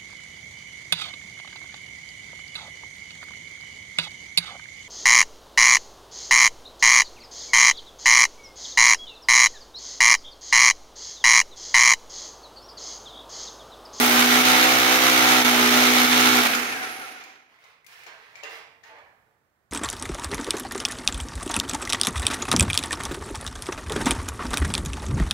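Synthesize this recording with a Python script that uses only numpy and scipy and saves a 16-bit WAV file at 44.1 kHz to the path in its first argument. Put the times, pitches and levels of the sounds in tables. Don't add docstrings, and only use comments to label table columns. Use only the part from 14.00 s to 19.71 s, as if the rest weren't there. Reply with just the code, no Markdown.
import sys
import numpy as np
from scipy import signal
from scipy.fft import rfft, irfft, next_fast_len
from scipy.io import wavfile
from scipy.ndimage import map_coordinates

SR = 44100
rng = np.random.default_rng(int(sys.argv[2]) if len(sys.argv) > 2 else 0)


def invert_db(level):
    return 10 ** (np.asarray(level, dtype=float) / 20)


def master(y):
    cut = np.clip(np.atleast_2d(y).T, -1, 1)
    pcm = np.round(cut * 32767)
    wavfile.write(sys.argv[1], SR, pcm.astype(np.int16))


N = 251811
T = np.arange(N) / SR
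RELEASE_S = 2.45
RELEASE_HZ = 61
LINGER_S = 0.68
PANEL_HZ = 246.2


def unit(x):
    return x / np.sqrt(np.mean(x ** 2) + 1e-20)


def along(points, hz):
    f, v = np.transpose(points)
    return np.interp(np.log(hz + 1), np.log(f + 1), v)


def curves(rows):
    s, *cols = np.transpose(rows)
    return [np.interp(T, s, c) for c in cols]


def wobble(rate):
    coarse = T[::32]
    knots = rng.standard_normal(int(N * rate / SR) + 4)
    return np.interp(T, coarse, map_coordinates(knots, [coarse * rate]))


def noise(*shape):
    return rng.standard_normal(shape)


def filtered(x, response):
    n = x.shape[-1]
    m = next_fast_len(n + 8192)
    return irfft(rfft(x, m) * response(np.fft.rfftfreq(m, 1 / SR)), m)[..., :n]


# (pitch_hz, likeness 0 to 1)
PORT_LIKENESS = [(40, 0.43), (130, 0.88), (300, 0.76), (640, 1), (1400, 0.23), (3000, 0.14), (15000, .12)]
# (pitch_hz, left_minus_right_db)
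DRILL_LEAN = [(60, -5), (110, -7.5), (200, -0.5), (380, -1.5), (700, -0.5), (1290, -6.5), (2380, -5),
              (4400, -2), (8120, 2.5), (15000, 4)]


def ports(pair, lean=DRILL_LEAN, lead=0.000257):
    def mix(hz):
        turn = np.arccos(np.clip(along(PORT_LIKENESS, hz), 0, 1)) / 2
        return np.array([np.cos(turn), np.sin(turn)])

    side = np.array([[1], [-1]])

    def place(hz):
        return invert_db(side * along(lean, hz) / 2) * np.exp(1j * np.pi * side * lead * hz)

    a, b = filtered(pair, mix)
    return filtered(np.array([a + b, a - b]), place)


# (pitch_hz, time_to_die_60_db_s)
ROOM_RING = [(150, 0.85), (1000, 0.78), (3000, 0.67), (7000, .5), (15000, .3)]


def room(x, direct_db):
    hz, t, z = signal.stft(noise(2, 2 * SR // 3), SR, nperseg=256)
    fade = invert_db(-60 * t / along(ROOM_RING, hz)[:, None])
    tail = signal.istft(z * fade, SR, nperseg=256)[1]
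    build_up = np.clip(np.arange(tail.shape[1]) / SR / 0.0048, 0, 1)
    tail = tail / np.linalg.norm(tail[0]) * build_up
    tail[:, 0] = invert_db(direct_db)
    return signal.fftconvolve(x[None], tail, axes=1)


# (start_s, four_times_blow_rate_hz, push_db)
HAMMERING = [(0.0, 244.9, -16.5), (0.33, 246.4, -17), (0.48, 251.2, -16), (0.78, 255.3, -17),
             (0.99, 255.3, -17), (1.36, 251.4, -16.5), (1.52, 244.9, -17), (2.33, 249.2, -17),
             (2.45, 244.2, -17)]


def hammering():
    return curves(HAMMERING)


def coasting():
    drag_s, rub_hz = .87, 26
    slowing = np.exp(-np.clip(T - RELEASE_S, 0, 9) / drag_s)
    return np.clip((RELEASE_HZ + rub_hz) * slowing - rub_hz, 0, None)


def pressing():
    return invert_db(-60 * np.clip(T - RELEASE_S, 0, 9) / LINGER_S)


# (middle_s, dip_db, half_length_s)
GRIP_LOSSES = [(0.092, -2.5, 0.038), (.28, -1.5, 0.021), (.435, -3.5, 0.017), (0.608, -0.5, 0.019),
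               (0.819, -1.5, 0.052), (0.992, -2, .025), (1.437, -6, 0.011), (1.54, -1, 0.063),
               (1.703, -1.5, 0.015), (1.937, -1, 0.022), (2.086, -3, 0.028), (2.434, -3.5, .02),
               (2.484, -2.5, .01)]


def slips():
    return sum(db * np.exp(-np.square(np.square((T - s) / half))) for s, db, half in GRIP_LOSSES)


def loudness(hammer_db, slip_share, fade_speed, coast_db, speed_power, extra_db=0):
    push_db = hammering()[1]
    spin = (T > RELEASE_S) * invert_db(2 * coast_db) * (coasting() / RELEASE_HZ) ** (2 * speed_power)
    keep = invert_db(-120 * fade_speed / LINGER_S / SR)
    spin = signal.lfilter([1 - keep], [1, -keep], spin)
    hammer = invert_db(2 * (push_db + hammer_db + extra_db)) * pressing() ** (2 * fade_speed)
    return invert_db(slip_share * slips()) * np.sqrt(hammer + spin)


# (pitch_hz, width_hz, level_db)
SHELL = [(766, 36, 8.5), (1350, 53, -8), (2270, 660, 10.5), (6500, 1500, -2), (11030, 5800, -14)]


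def housing(hz, between):
    return between + sum(invert_db(db) * 1j * hz * w / (c * c - hz * hz + 1j * hz * w) for c, w, db in SHELL)


def grinding(turns):
    blow = 1.7 * np.exp(-(turns % 1) / 0.034) * invert_db(2.3 * wobble(60))
    rebound = 0.45 * np.exp(-((turns - .75) % 1) / 0.12)
    unsteady = invert_db(0.9 * wobble(25) + wobble(200))
    return unit((1 + blow + rebound) * unsteady * noise(2, N))


# (pitch_hz, level_db per Hz)
POUNDING_COLOR = [(290, -31), (500, -9.5), (538, -13), (773, -3), (946, -5.5), (1400, -0.5), (1530, -4),
                  (2160, -4.5), (2430, -7.5), (3750, -4.5), (4530, -9), (6420, -10), (7860, -22),
                  (14500, -18), (16000, -24.5)]


def pounding(turns, grit):
    at = np.flatnonzero(np.diff(np.floor(turns + .004 * wobble(40))) > 0)
    strikes = np.zeros(N)
    strikes[at] = invert_db(1.3 * noise(len(at)))
    rung = unit(filtered(room(strikes, direct_db=-6)[:, :N], lambda hz: hz > 560))

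    def color(hz):
        return invert_db(along(POUNDING_COLOR, hz)) * housing(hz, between=4.2)

    return unit(filtered(0.54 * rung + grit, color))


# (pitch_hz, level_db per Hz)
WHIRR_COLOR = [(290, -48), (500, -17.5), (698, -5), (750, -3), (919, -6), (1180, -6.5), (1400, -5),
               (1600, -4), (2290, -7), (4870, -14), (6330, -15), (7750, -28), (11000, -25.5), (13100, -26),
               (16000, -40.5)]


def whirring():
    def color(hz):
        return invert_db(along(WHIRR_COLOR, hz)) * housing(hz, between=3.5)

    return unit(filtered(invert_db(0.63 * wobble(30) + 0.91 * wobble(120)) * noise(2, N), color))


def body_loudness():
    return loudness(hammer_db=0, slip_share=1, fade_speed=1, coast_db=-24.5, speed_power=1.39)


def body(both):
    whole = unit(filtered(both, lambda hz: (hz >= 520) * (hz < 7650)))
    bright = filtered(whole, lambda hz: np.clip((hz - 2500) / 2000, 0, 1))
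    bright_gain = loudness(hammer_db=0, slip_share=1.07, fade_speed=1.4, coast_db=-23, speed_power=1.47)
    return body_loudness() * (whole - bright) + bright_gain * bright


def hiss(both, pound):
    dust_db = 3 * np.exp(-(T / .25) ** 2)

    def top(hz):
        return np.clip((hz - 11000) / 3000, 0, 1)

    lower = unit(filtered(both, lambda hz: (hz > 7650) * (1 - top(hz))))
    upper = unit(filtered(ports(pound), top))
    lower_gain = loudness(hammer_db=-15.5, slip_share=0.96, fade_speed=1.2, coast_db=-34.5,
                          speed_power=2.04, extra_db=dust_db)
    upper_gain = loudness(hammer_db=-14.5, slip_share=0.6, fade_speed=.9, coast_db=-41,
                          speed_power=2, extra_db=dust_db)
    return lower_gain * lower + upper_gain * upper


def vent(both):
    sing_at_hz, span_hz = 20, 7
    air = unit(filtered(both, lambda hz: np.exp(-((hz - 10500) / 1500) ** 2)))
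    swell = np.exp(-(np.log(coasting() / sing_at_hz + 1e-9) * sing_at_hz / span_hz) ** 2)
    return invert_db(-50.5 + 2 * wobble(25)) * swell * air


# (pitch_hz, level_db per Hz)
RUMBLE_COLOR = [(25, -37), (70, -23), (120, -17.5), (190, -17.5), (250, -2), (340, -5), (540, -6),
                (600, -27), (900, -91)]


def rumble(grit):
    wall = unit(ports(filtered(grit, lambda hz: invert_db(along(RUMBLE_COLOR, hz)))))
    floor = unit(filtered(noise(2, N), lambda hz: (hz > 45) * (hz < 110) * hz))
    gain = loudness(hammer_db=-20.5, slip_share=0.5, fade_speed=.6, coast_db=-36, speed_power=2)
    return gain * (wall + invert_db(-26.5) * floor)


# (multiple of the blow rate, level_db)
WALL_HUM = [(1, -28), (2, -17.5), (3, -20), (4, 0), (5, -6), (6, -7.5), (7, -8), (8, -9), (9, -20),
            (10, -15), (11, -16.5), (12, -11), (13, -17), (14, -8)]
HUM_SWAY = [0.5, 0.2, 1.5, 0.1, 1.5, -0.5, -3, 2, 2.1, 2, -3.5, 4.5, -5, -2]
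EASE_S = .045


def wall_hum(turns):
    fourth, push_db = hammering()
    panel_db = push_db - 10.5 - 10 * np.log10(1 + ((fourth - PANEL_HZ) / 3.94) ** 2)
    hum = 0
    for (k, db), sway_db in zip(WALL_HUM, HUM_SWAY):
        k = round(k)
        level_db = -32.5 + db + sway_db * (fourth / 4 - 62.3) + 1.7 * wobble(7.78)
        if k == 4:
            level_db = panel_db
        drift = (0.13 + .05 * k) * np.array([wobble(6.05), wobble(8.8)])
        start = 6 * rng.random() + np.array([[0], [np.pi / 2]])
        hum = hum + invert_db(level_db) * np.sin(2 * np.pi * k * turns + drift + start)
    easing = invert_db(-150 * np.clip(T - RELEASE_S + EASE_S, 0, 1))
    return np.sqrt(2) * hum * easing * body_loudness() / invert_db(push_db)


def panel_ring():
    since = T - RELEASE_S
    tone = unit(filtered(noise(N), lambda hz: 1 / (1 + ((hz - PANEL_HZ) / 16) ** 2)))
    fade = invert_db(-32 - 60 * since / .85 * (since > 0))
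    return fade * np.clip(since / EASE_S + 1, 0, 1) * tone


# (multiple of the shaft speed, level_db, resonance_hz, width_hz)
WHINES = [(48.5, -37.5, 1600, 400), (66, -40, 2200, 350), (75.5, -40, 1420, 150), (123, -46, 1430, 140),
          (158, -48, 6700, 500), (465, -55, 10800, 900)]


def gear_whine(turns):
    coast = coasting()
    whine = 0
    for k, db, hz, width in WHINES:
        crossing = np.exp(-((k * coast - hz) / width) ** 4)
        tone = np.sin(2 * np.pi * k * turns + 1.5 * wobble(40))
        whine = whine + invert_db(db + 3 * wobble(35)) * crossing * tone
    return .5 * room(whine * (T > RELEASE_S), direct_db=10)[:, :N]


def drill():
    turns = np.cumsum(np.where(T < RELEASE_S, hammering()[0] / 4, coasting())) / SR
    grit = grinding(turns)
    pound = pounding(turns, grit)
    pressed = pressing()
    both = ports(pressed * pound + np.sqrt(1 - pressed ** 2) * whirring())
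    rough = body(both) + hiss(both, pound) + vent(both) + rumble(grit) + panel_ring()
    tones = np.array([[1.5], [.12]]) * wall_hum(turns) + gear_whine(turns)
    return rough + ports(tones)


# (pitch_hz, level_db per Hz)
HUSH_COLOR = [(20, -21.5), (70, -1), (130, -1), (250, -7), (700, -6), (1800, -7.5), (2800, -20),
              (6000, -24), (10000, -26), (15900, -22.5)]
# (time_s, level_db)
HUSH_LEVEL = [(0, -72.5), (3.7, -72), (4.2, -67.5), (5.2, -66), (5.4, -70), (5.71, -71)]
# (pitch_hz, left_minus_right_db)
FLOOR_LEAN = [(60, -1.5), (110, -7.5), (200, -5.5), (380, -5.5), (700, -1.5), (1290, -8.5), (2380, -8),
              (4400, -3.5), (8120, -5), (15000, 0)]


def quiet():
    hush = filtered(noise(2, N), lambda hz: invert_db(along(HUSH_COLOR, hz)))
    return invert_db(curves(HUSH_LEVEL)[0] + .6 * wobble(3.2)) * unit(ports(hush, FLOOR_LEAN))


def thump():
    t = np.clip(T - .785, 0, 1)
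    return invert_db(-33) * np.sin(2 * np.pi * 100 * t) * invert_db(-60 * t / .09)


def on_floor(hits):
    out = np.zeros((2, N + 2 * SR))
    for s, wet in hits:
        out[:, round(s * SR):][:, :wet.shape[1]] += wet
    return ports(out[:, :N], FLOOR_LEAN, lead=-.0002)


# (start_s, peak_db, pitch_hz, crack_minus_ring_db, top_minus_ring_db)
# the top band's level is taken relative to the crack by subtracting crack_minus_ring_db
CONTACTS = [(2.5485, -16, 1383, -6, -17), (3.237, -38.5, 2395, -7, -18), (3.5872, -48.5, 2140, -21, -29.5),
            (3.6394, -52.5, 2080, -4, -14.5), (3.8442, -46, 2110, -18, -23), (3.8641, -44, 2420, -3, -9),
            (4.0344, -44, 2250, -8, -16), (4.0647, -38.5, 2270, -8, -27), (4.3545, -35.5, 2310, -11.5, -33),
            (4.4338, -30, 2745, -8.5, -24), (4.8364, -40.5, 1810, -10.5, -31),
            (4.9846, -49, 1770, -13, -26), (5.0814, -50, 1750, -24, -40)]


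def ticks():
    t = np.arange(SR // 3) / SR
    hits = []
    for s, db, pitch_hz, crack_db, top_db in CONTACTS:
        def color(hz):
            return (hz > 1200) * np.where(hz < 7500, 1, invert_db(top_db - crack_db))

        crack = filtered(noise(len(t)), color)
        ring = invert_db(-60 * t / .04) * np.sin(2 * np.pi * pitch_hz * t)
        envelope = np.clip(t / 0.0018, 0, 1) * invert_db(-60 * t / 0.044)
        knock = envelope * (1.1 * ring + invert_db(crack_db + 2.5) * crack)
        hits.append((s, invert_db(db + 3.5) * room(knock, direct_db=4)))
    return on_floor(hits)


# (start_s, pitch_hz, level_db, length_s)
FAINT_RINGS = [
    (2.74, 756, -41.5, .6),
    (3.24, 986, -57, .22),
    (3.91, 12610, -74, .05),
    (3.98, 8555, -71, .08),
    (4.125, 656, -57, .09),
    (4.885, 453, -59, .14),
]


def rings():
    tones = 0
    for s, hz, db, length in FAINT_RINGS:
        swell = np.clip((T - s) / .01, 0, 1) * np.clip((s + length - T) / length, 0, 1)
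        tones = tones + invert_db(db + 3.5 * wobble(40)) * swell * np.sin(2 * np.pi * hz * T + wobble(33))
    return ports(np.array([tones, .5 * tones]), FLOOR_LEAN)


# (start_s, level_db, length_s, brightness_db per octave)
SHOE_SCUFFS = [(3.491, -61.5, .09, 2), (3.595, -59, .13, 2.5), (3.87, -52.5, 0.18, 4),
               (4.063, -39.5, 0.025, 1), (4.121, -57, 0.29, 2), (4.35, -49.5, 0.039, 1.5),
               (4.429, -37.5, 0.037, 0), (4.491, -44.5, 0.091, 3), (4.831, -51.5, 0.058, 1.5),
               (4.881, -51, .06, -3.5), (4.942, -52.5, 0.067, -2.5), (5.258, -71.5, 0.0643, -4.5)]
# (pitch_hz, level_db per Hz)
SOLE_COLOR = [(59, -37), (100, -13), (202, -21), (302, -4), (398, -10), (452, 0.5), (492, -5.5),
              (836, -3.5), (1420, -9), (2040, -4.5), (3250, -14.5), (4980, -20), (7770, -32),
              (12700, -35.5), (16000, -35)]


def scuffs():
    t = np.arange(SR // 3) / SR
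    hits = []
    for s, db, length, tilt_db in SHOE_SCUFFS:
        def color(hz):
            tilt = tilt_db * np.log2(np.maximum(hz, 600) / 1500)
            return invert_db(along(SOLE_COLOR, hz) + tilt) / (1 + (440 / (hz + 1)) ** 4)

        grain = invert_db(4 * noise(len(t) // 60 + 1)).repeat(60)[:len(t)]
        rub = unit(filtered(grain * noise(len(t)), color))
        envelope = np.clip(t / 0.0013, 0, 1) * np.clip((length - t) / 0.019, 0, 1)
        hits.append((s, invert_db(db + 0.5) * room(rub * envelope, direct_db=-4)))
    return on_floor(hits)


def scene():
    return drill() + quiet() + thump() + ticks() + rings() + scuffs()


def roll_off(x):
    return signal.sosfilt(signal.butter(12, 17000, fs=SR, output="sos"), x)


def record(dry):
    soft = dry / (1 + np.abs(dry / .95) ** 4) ** .25

    def band_limit(hz):
        return np.sin(np.pi / 2 * np.clip((15950 - hz) / 300, 0, 1)) ** 2

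    return roll_off(filtered(soft, band_limit))


dry = scene()
out = record(dry)
master(out)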